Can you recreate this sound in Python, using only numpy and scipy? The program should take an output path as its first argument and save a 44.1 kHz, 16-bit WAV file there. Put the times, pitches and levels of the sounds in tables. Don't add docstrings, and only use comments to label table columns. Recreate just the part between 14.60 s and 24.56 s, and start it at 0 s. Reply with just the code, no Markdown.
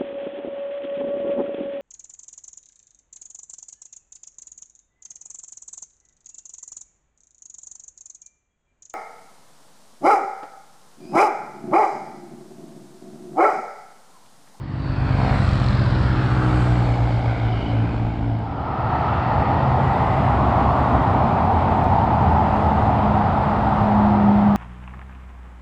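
import sys
import numpy as np
from scipy import signal
from scipy.fft import rfft, irfft, next_fast_len
from scipy.io import wavfile
from scipy.ndimage import uniform_filter1d, map_coordinates

SR = 44100
rng = np.random.default_rng(int(sys.argv[2]) if len(sys.argv) > 2 else 0)


def wav_out(sig):
    wavfile.write(sys.argv[1], SR, np.round(np.clip(np.atleast_2d(sig).T, -1, 1) * 32767).astype(np.int16))


N = 439236
TIME = np.arange(N) / SR
TWIN_HZ = 23.554


def amp(db):
    return 10 ** (np.asarray(db) / 20)


def unit(x):
    return x / np.sqrt(np.mean(x ** 2) + 1e-20)


def curves(rows):
    s, *columns = np.transpose(rows)
    return [np.interp(TIME, s, column) for column in columns]


def ramp(start, end):
    return np.clip((TIME - start) / max(end - start, 1e-3), 0, 1)


def wobble(rate):
    knots = rng.standard_normal(int(N * rate / SR) + 4)
    coarse = TIME[::64]
    return np.interp(TIME, coarse, map_coordinates(knots, [coarse * rate]))


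def filtered(x, response):
    m = next_fast_len(N + SR // 2)
    return irfft(rfft(x, m) * response(np.fft.rfftfreq(m, 1 / SR)), m)[:N]


def noise(spectrum, patchy_db):
    z = signal.stft(rng.standard_normal(N), nperseg=1024)[2]
    field = uniform_filter1d(rng.standard_normal(z.shape), size=7, axis=0)
    field = uniform_filter1d(field, size=10, axis=1)
    patchy = signal.istft(z * amp(patchy_db * unit(field)), nperseg=1024)[1][:N]
    hz, db = np.transpose(spectrum)

    def colour(f):
        return amp(np.interp(np.log(f + 1), np.log(hz), db, left=-120, right=-120))

    return unit(filtered(patchy, colour))


def turning(hz):
    return 2 * np.pi * np.cumsum(hz) / SR


def passing(closest_s, level_db, near_s):
    coarse = TIME[::64]
    away = (coarse - np.reshape(closest_s, (-1, 1))) / near_s
    power = amp(np.reshape(level_db, (-1, 1))) ** 2 / (1 + away ** 2)
    return np.interp(TIME, coarse, np.sqrt(power.sum(axis=0)))


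def swell(loudest_s, hz, peak_db, rise_s, fall_s, glide):
    t = TIME - loudest_s
    away = np.maximum(-t / rise_s, t / fall_s)
    return hz + glide * t, peak_db - 10 * np.abs(away) ** 1.5


def narrow_band(hz, level_db, width_hz):
    def narrow(f):
        return np.exp(-(f / width_hz) ** 2)

    flutter, drift = (filtered(white, narrow) for white in rng.standard_normal((2, N)))
    angle = turning(hz)
    return amp(level_db) * unit(flutter * np.cos(angle) + drift * np.sin(angle))


def woods():
    # f/Hz, relative level/dB
    air = [(400, -1.5), (1500, -3.5), (3000, -4), (4200, -9.5), (5200, -10), (6000, -28), (8000, -27),
           (11000, -55)]
    return amp(-56.0 + .8 * wobble(2.9)) * noise(air, patchy_db=1.5)


def motorcycles():
    # t/s, firing rate f/Hz
    tourer_revs = [(0, 64.87), (1.2, 64.9), (1.7, 62.91), (2.3, 59.78), (2.7, 58.31), (3, 56.13),
                   (3.25, 57.1), (3.85, 56.08)]
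    shift, drop_at_s, drop_s = .0704, .75, .7378
    away = (TIME - drop_at_s) / drop_s
    twin_hz = TWIN_HZ * (1 - shift * away / np.hypot(1, away))
    tourer_hz, = curves(tourer_revs)
    return bike_exhausts(twin_hz, tourer_hz) + bike_noise(twin_hz, tourer_hz)


def bike_exhausts(twin_hz, tourer_hz):
    # multiple of the cycle, then relative level/dB coming, going past, far off
    twin_orders = [(2, -2, -7, -12), (3, -10, -7, -7), (4, 3, -4, -14), (5, -.5, .5, -2), (6, 0, -18, -17),
                   (7, -4.5, -14, -30), (8, -14, -13, -14.5), (9, -9, -9.5, -24), (10, -28, -17, -16),
                   (11, -3.5, -24, -29), (12, -19, -12, -11), (13, -9, -36, -12), (14, -23, -19, -13.5)]
    # multiple of the firing rate, then relative level/dB coming, going past, leaving,
    # throttle shut, far off
    tourer_orders = [(1, -6, -6, -7, -13, -16), (2, 0, 0, 0, 0, 0), (3, -10, -11.5, -11.5, -20, -11),
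                     (4, -18, -19, -24, -20, -11), (5, -26, -8.5, -18, -23, -13),
                     (6, -23, -17, -24, -31, -19), (7, -29, -21, -28, -24, -28),
                     (8, -21.5, -23, -20, -28, -25), (9, -22, -23, -22, -25, -28),
                     (10, -28, -28, -25, -25, -28), (11, -28, -24, -20, -20, -28),
                     (12, -32, -24, -22, -18.5, -22), (13, -28, -27, -21, -19, -26),
                     (14, -32, -29, -20, -23, -31), (15, -34, -34, -24, -28, -24)]
    # loudest t/s, firing rate f/Hz, peak level/dB, rise t/s, fall t/s, glide/(Hz/s)
    bark_swell = (.67, 63.5, -33.5, .2, .16, -3.4)
    # multiple of the firing rate, then relative level/dB opening, closing
    bark_orders = [(7, -3, -5), (8, -8, -7), (9, -8, -7), (10, -5, -4), (11, -2, -1), (12, -2, 0),
                   (13, -6, -4), (14, -9, -6), (15, -9, -6), (16, -10, -6), (17, -12, -8), (18, -13, -9),
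                   (19, -14, -11), (20, -14, -13)]

    twin = exhaust(twin_hz, twin_orders, stages=(.5, 1.2, 2.3), jitter=0.0099, fading_db=2.0, echo_share=0.98)
    twin *= np.hypot(passing(1.1, level_db=-26.5, near_s=0.54), amp(-28.5) * ramp(-.6, 0.85))

    tourer = exhaust(tourer_hz, tourer_orders, stages=(.8, 1.9, 2.38, 2.74, 3.15),
                     jitter=0.01, fading_db=.7, echo_share=0.74)
    tourer *= np.hypot(passing(2.0, level_db=-20.5, near_s=0.94), amp(-30.5))
    tourer *= amp(-1.5 * np.exp(-((TIME - 2.7) / 0.12) ** 2))

    bark_hz, bark_db = swell(*bark_swell)
    bark = amp(bark_db) * exhaust(bark_hz, bark_orders, stages=(.5, .75),
                                  jitter=0.012, fading_db=.9, echo_share=0.3)
    return (1 - ramp(3.64, 4.18)) * (twin + tourer + bark + exhaust_spit(bark_hz))


def exhaust(hz, orders, stages, jitter, fading_db, echo_share):
    angle = turning(hz) + jitter * wobble(30)
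    strongest = max(orders, key=lambda row: sum(row[1:]))[0]
    note = np.zeros(N)
    for multiple, *stage_db in orders:
        colour_db = np.interp(TIME, stages, stage_db) + fading_db * wobble(6.1)
        scatter = echo_share * rng.uniform(-np.pi, np.pi) * (multiple != strongest)
        note += amp(colour_db) * np.sin(round(multiple) * angle + scatter)
    return np.sqrt(2) * note


def exhaust_spit(hz):
    spit_swell = (.7, -37.5, .22, .15, 2.2)
    # f/Hz, relative level/dB
    spit_colour = [(450, -15), (800, 0), (1400, -3), (1900, -6), (2400, -6), (3000, -21)]
    loudest_s, peak_db, rise_s, fall_s, sharpness = spit_swell
    puffs = unit(np.exp(sharpness * (np.cos(turning(hz)) - 1)))
    level_db = swell(loudest_s, 0, peak_db, rise_s, fall_s, 0)[1]
    return amp(level_db) * puffs * noise(spit_colour, patchy_db=3.0)


def bike_noise(twin_hz, tourer_hz):
    # closest t/s, then level/dB before trims of rasp (also used for rumble), chain, hiss
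    bike_passes = [(.81, -30.5, -42.5, -54.5), (1.98, -29, -56.5, -53)]
    # f/Hz, relative level/dB
    near_colour = [(250, -31), (400, -18), (600, -3.5), (820, -3.5), (1350, -5), (1700, -10), (2400, -16.5),
                   (3000, -19), (3800, -25)]
    # f/Hz, relative level/dB
    far_colour = [(210, -31), (350, -16), (371, -22), (402, -13.5), (550, -8), (576, -4), (787, -1),
                  (1150, -13), (1580, -12), (1810, -22), (2200, -16), (2620, -25.5), (2980, -22.5),
                  (3500, -27.5), (5560, -48), (7230, -49.5), (12200, -120)]
    far_throb = (.26, .16)
    # f/Hz, relative level/dB
    chain_colour = [(2200, -18), (3000, -8), (3600, -1), (4400, -0.5), (5000, -4.5), (5400, -9),
                    (5800, -15), (6800, -38)]
    # loudest t/s, centre f/Hz,
    # level/dB before trim, rise t/s, fall t/s, glide/(Hz/s), width f/Hz
    band_swells = [(.29, 4530, -47, .13, .2, -29, 270), (.5, 1390, -38.5, .38, .2, 0, 230),
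                   (.68, 2370, -43.5, .45, .2, -200, 280), (.76, 1900, -40, .25, .12, -1200, 260),
                   (1.86, 1330, -33, .6, .33, -250, 300), (1.5, 1750, -41.5, .35, .35, -300, 220),
                   (2.3, 2230, -46, .3, .2, 0, 220), (2.75, 1400, -42, .3, .26, 0, 260),
                   (2.8, 2170, -42, .2, .4, 58, 190), (3.02, 2980, -44.5, .18, .19, -58, 220),
                   (3.3, 2415, -48, .4, .25, 0, 180)]
    # f/Hz, relative level/dB
    hiss_colour = [(5300, -13), (6200, -2.5), (7700, -0.5), (8500, -5.5), (9300, -8), (10000, -13),
                   (10600, -20), (11500, -19.5), (13000, -26.5)]
    # loudest t/s, centre f/Hz, level/dB, rise t/s,
    # fall t/s, glide/(Hz/s)
    hiss_sweeps = [(.84, 8000, -60.5, .17, .3, -1500), (2.02, 7950, -60, .17, .4, -2400)]
    # f/Hz, relative level/dB
    rumble_colour = [(12, -14), (28, -9.5), (50, 6), (110, -1), (200, -9), (330, -7), (480, -15),
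                     (900, -50.5)]

    closest_s, rasp_db, chain_db, hiss_db = np.transpose(bike_passes)
    far = ramp(1.6, 2.52)
    close_rasp = passing(closest_s, rasp_db, near_s=0.51) * np.sqrt(1 - far)
    close_rasp *= over_road(noise(near_colour, patchy_db=0.5), closest_s[1])
    far_rasp = passing(closest_s, rasp_db, near_s=1.32) * np.sqrt(far) * noise(far_colour, patchy_db=1.45)
    rasp = amp(-1.6) * close_rasp * throbbing(tourer_hz, cycle_depth=0.079, half_cycle_depth=0.15)
    rasp += amp(-2.0) * far_rasp * throbbing(tourer_hz, *far_throb)

    behind_trees = amp(-4.5 * (1 - ramp(0.43, 0.67)) - 4.4 * ramp(3.13, 3.131))
    chain = amp(-2.0) * passing(closest_s + 0.084, chain_db, near_s=0.75) * behind_trees
    chain *= noise(chain_colour, patchy_db=2.0)
    bands = amp(-1.0) * sum(narrow_band(*swell(*row), width_hz=width) for *row, width in band_swells)
    pulsing = (chain + bands) * throbbing(twin_hz, cycle_depth=0.072, half_cycle_depth=0.096)
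    ticking = valve_ticks(twin_hz)

    hiss = amp(-4.0 + .6 * wobble(14)) * passing(closest_s, hiss_db, near_s=0.24)
    hiss *= noise(hiss_colour, patchy_db=1.4)
    hiss += sum(narrow_band(*swell(*row), width_hz=750) for row in hiss_sweeps)
    hiss *= throbbing(tourer_hz, cycle_depth=0.08, half_cycle_depth=0.14)

    rumble = amp(-2.0 + 0.76 * wobble(6.8)) * passing(closest_s, rasp_db, near_s=3.0)
    rumble *= noise(rumble_colour, patchy_db=0.5)
    return (1 - ramp(3.33, 4.63)) * (rasp + pulsing + ticking + hiss + rumble)


def over_road(sound, closest_s):
    longest_lag_s, near_s, echo_share = .0026, .8, .3
    lag_s = longest_lag_s / np.hypot(1, (TIME - closest_s) / near_s)
    return unit(sound + echo_share * np.interp(TIME - lag_s, TIME, sound))


def throbbing(hz, cycle_depth, half_cycle_depth):
    angle = turning(hz)
    return unit(1 + cycle_depth * np.cos(angle) + half_cycle_depth * np.cos(2 * angle))


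def valve_ticks(hz):
    # loudest t/s, peak level/dB before scatter, rise t/s, fall t/s
    valve_swell = (.94, -37.3, .13, .47)
    # f/Hz, relative level/dB
    valve_colour = [(1800, -16), (3000, -5), (3950, -1), (4600, -5), (5300, -11), (6000, -19), (8000, -19),
                    (11000, -43)]
    # f/Hz mid-drop, peak level/dB, loudest t/s, rise t/s, fall t/s
    fin_ring = (4229.5, -49.5, 1, 0.7, 0.6)
    sharpness, scatter_db = 12, 2.2
    loudest_s, peak_db, rise_s, fall_s = valve_swell
    level_db = swell(loudest_s, 0, peak_db, rise_s, fall_s, 0)[1] + scatter_db * wobble(56)
    ticks = np.exp(sharpness * (np.cos(2 * turning(hz)) - 1))
    ring_hz, ring_peak_db, ring_s, ring_rise_s, ring_fall_s = fin_ring
    ring_db = swell(ring_s, 0, ring_peak_db, ring_rise_s, ring_fall_s, 0)[1]
    ring = narrow_band(ring_hz * hz / TWIN_HZ, ring_db, width_hz=240)
    return amp(level_db) * ticks * noise(valve_colour, patchy_db=2.0) + ring * unit(0.31 + ticks)


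def tyres():
    # closest t/s, then level/dB of rumble, roar (the drone follows it), tread, rush, hiss,
    # then tyre pitch [ratio]
    car_passes = [(4.45, -26, -26, -33.5, -40.5, -72.5, 1), (5.5, -23.5, -26, -33.5, -42, -65, 1),
                  (6.3, -29, -23, -30.5, -42.5, -66.5, 1.02), (7.2, -23.5, -25, -37, -46, -68.5, 1),
                  (7.95, -27, -26.5, -34.5, -45, -68, 1), (8.35, -31, -27.5, -35, -46, -70, 1),
                  (9.2, -24.5, -24, -30.5, -42, -68.5, 1.01), (10.1, -31.5, -38.5, -37.5, -53.5, -69, 1)]
    # f/Hz, relative level/dB
    rumble_colour = [(12, -28.5), (27, -19.5), (50, -10.5), (65, -3), (85, 0), (120, 0), (150, -6),
                     (185, -12.5), (260, -35)]
    # f/Hz, relative level/dB
    drone_colour = [(130, -20.5), (170, 0), (260, 0.5), (300, -3.5), (400, -6.5), (480, -8.5), (620, -22)]
    # f/Hz, relative level/dB
    roar_colour = [(400, -19.5), (500, -15), (620, -4.5), (760, 1), (900, -2), (1050, -12), (1300, -28.5)]
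    # f/Hz, relative level/dB
    tread_colour = [(580, -29), (980, -4), (1040, -3.5), (1270, -1.5), (1590, -13.5), (1700, -20),
                    (2210, -51), (3740, -120)]
    # f/Hz, relative level/dB
    rush_colour = [(940, -30.5), (1600, -5), (1890, -2.5), (2420, -9.5), (2630, -10.5), (3150, -14),
                   (3680, -17), (5200, -27), (5560, -32.5), (7230, -52), (12200, -120)]
    # f/Hz, relative level/dB
    hiss_colour = [(5300, -9), (6200, -1), (7200, 0), (7900, -2), (8500, -5), (9300, -9), (10000, -18),
                   (10700, -31), (13000, -40)]

    closest_s, rumble_db, roar_db, tread_db, rush_db, hiss_db, pitch = np.transpose(car_passes)
    rumble = passing(closest_s, rumble_db, near_s=0.64) * noise(rumble_colour, patchy_db=1.0)
    drone = amp(-7) * passing(closest_s, roar_db, near_s=1.35) * noise(drone_colour, patchy_db=1.0)
    roar = driving_by(noise(roar_colour, patchy_db=1.0), closest_s, roar_db, pitch, near_s=0.71)
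    roar *= amp(0.3 * wobble(9))
    tread = driving_by(noise(tread_colour, patchy_db=0.6), closest_s, tread_db, pitch, near_s=0.55)
    rush = passing(closest_s, rush_db, near_s=0.8) * noise(rush_colour, patchy_db=0.87)
    hiss = passing(closest_s, hiss_db, near_s=.35) * noise(hiss_colour, patchy_db=1.5)
    low = ramp(3.57, 4.34) * (rumble + drone + roar)
    return low + ramp(3.77, 4.48) * (tread + rush) + ramp(3.95, 4.4) * hiss


def driving_by(sound, closest_s, level_db, pitch, near_s):
    doppler = .035
    total = np.zeros(N)
    for s, db, own in zip(closest_s, level_db, pitch):
        away = (TIME - s) / near_s
        speed = own * (1 - doppler * away / np.hypot(1, away))
        position = np.cumsum(speed) + rng.uniform(0, N)
        total += passing(s, db, near_s) * np.interp(position % N, np.arange(N), sound)
    return filtered(total, lambda hz: 1 / (1 + (hz / 2500) ** 8))


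def engines():
    engine_swells = [(4.95, 134, -26.5, 0.74, 0.67, -1), (5.55, 129.5, -26.5, 0.46, 0.65, -11),
                     (6.5, 65, -31.5, 0.54, 0.18, -0.5), (6.9, 88, -28.5, 0.22, 1.1, -9),
                     (5.8, 68, -26, .45, 0.33, 1), (7.9, 76.5, -26, 0.89, 0.68, -11),
                     (6.752, 228.3, -29, 0.27, 0.83, -9), (8.297, 147, -30.5, 0.44, 1.3, -0.5),
                     (9.293, 107.7, -29.5, 0.38, 1.6, 1.5), (9.549, 346, -34.5, 0.24, 0.31, -19.5)]
    # t/s, firing rate f/Hz, level/dB
    nearing_engine = [(6.2, 203, -51), (7.7, 205.2, -30), (8.1, 209.5, -25.5), (8.3, 212.6, -30.5),
                      (8.5, 207.8, -22), (8.65, 207.6, -29), (9, 209.9, -28.5), (9.35, 207.9, -19),
                      (9.55, 207, -18.5), (9.67, 204, -13.5), (9.85, 205.3, -16), (9.96, 202.3, -17)]
    hums = sum(engine_hum(*swell(*row), waver=0.23, fading_db=2.0, octave_db=-30.5) for row in engine_swells)
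    nearing = engine_hum(*curves(nearing_engine), waver=0.045, fading_db=.9, octave_db=-32)
    return amp(-1.0) * hums + nearing


def engine_hum(hz, level_db, waver, fading_db, octave_db):
    angle = turning(hz) + waver * wobble(14)
    tone = np.sin(angle) + amp(octave_db) * np.sin(2 * angle)
    return amp(level_db + fading_db * wobble(10)) * unit(tone)


def singing_tyres():
    song_swells = [(4.75, 1865, -40.5, 0.56, 0.49, 41.5), (5.45, 1990, -40, .5, 0.33, 330),
                   (4.6, 2655, -49, .4, 0.59, 20.5), (4.7, 4460, -59, .5, .8, 0),
                   (4.95, 530, -34, 0.55, .7, 0), (4.5, 1282, -30.5, 0.68, 0.67, 9.5),
                   (6.35, 1085, -27, 1, 0.58, -1.5), (7.6, 860, -24, 1.4, 1.2, 0.5),
                   (9.34, 870, -26, 0.53, .65, -0.5)]
    return amp(-1.0) * sum(narrow_band(*swell(*row), width_hz=154) for row in song_swells)


def clicks():
    # t/s, level/dB
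    click_times = [(3.79, -52.5), (7.242, -44.5)]
    # f/Hz, relative level/dB
    click_colour = [(2500, -13), (4000, 0), (5500, -9), (8200, -9), (10500, -31)]
    t60_s = .014
    bursts = sum((TIME >= s) * amp(db - 60 * np.abs(TIME - s) / t60_s) for s, db in click_times)
    return bursts * noise(click_colour, patchy_db=0.5)


def scene():
    # start t/s, end t/s
    fade_in = (-0.28, 0.66)
    opening = ramp(*fade_in) * (motorcycles() + woods())
    cars = tyres() + ramp(3.68, 4.02) * (engines() + singing_tyres())
    return (opening + cars + clicks())[None]


def record(dry):
    return filtered(dry[0], lambda hz: hz < 13400)[None]


dry = scene()
out = record(dry)
wav_out(out)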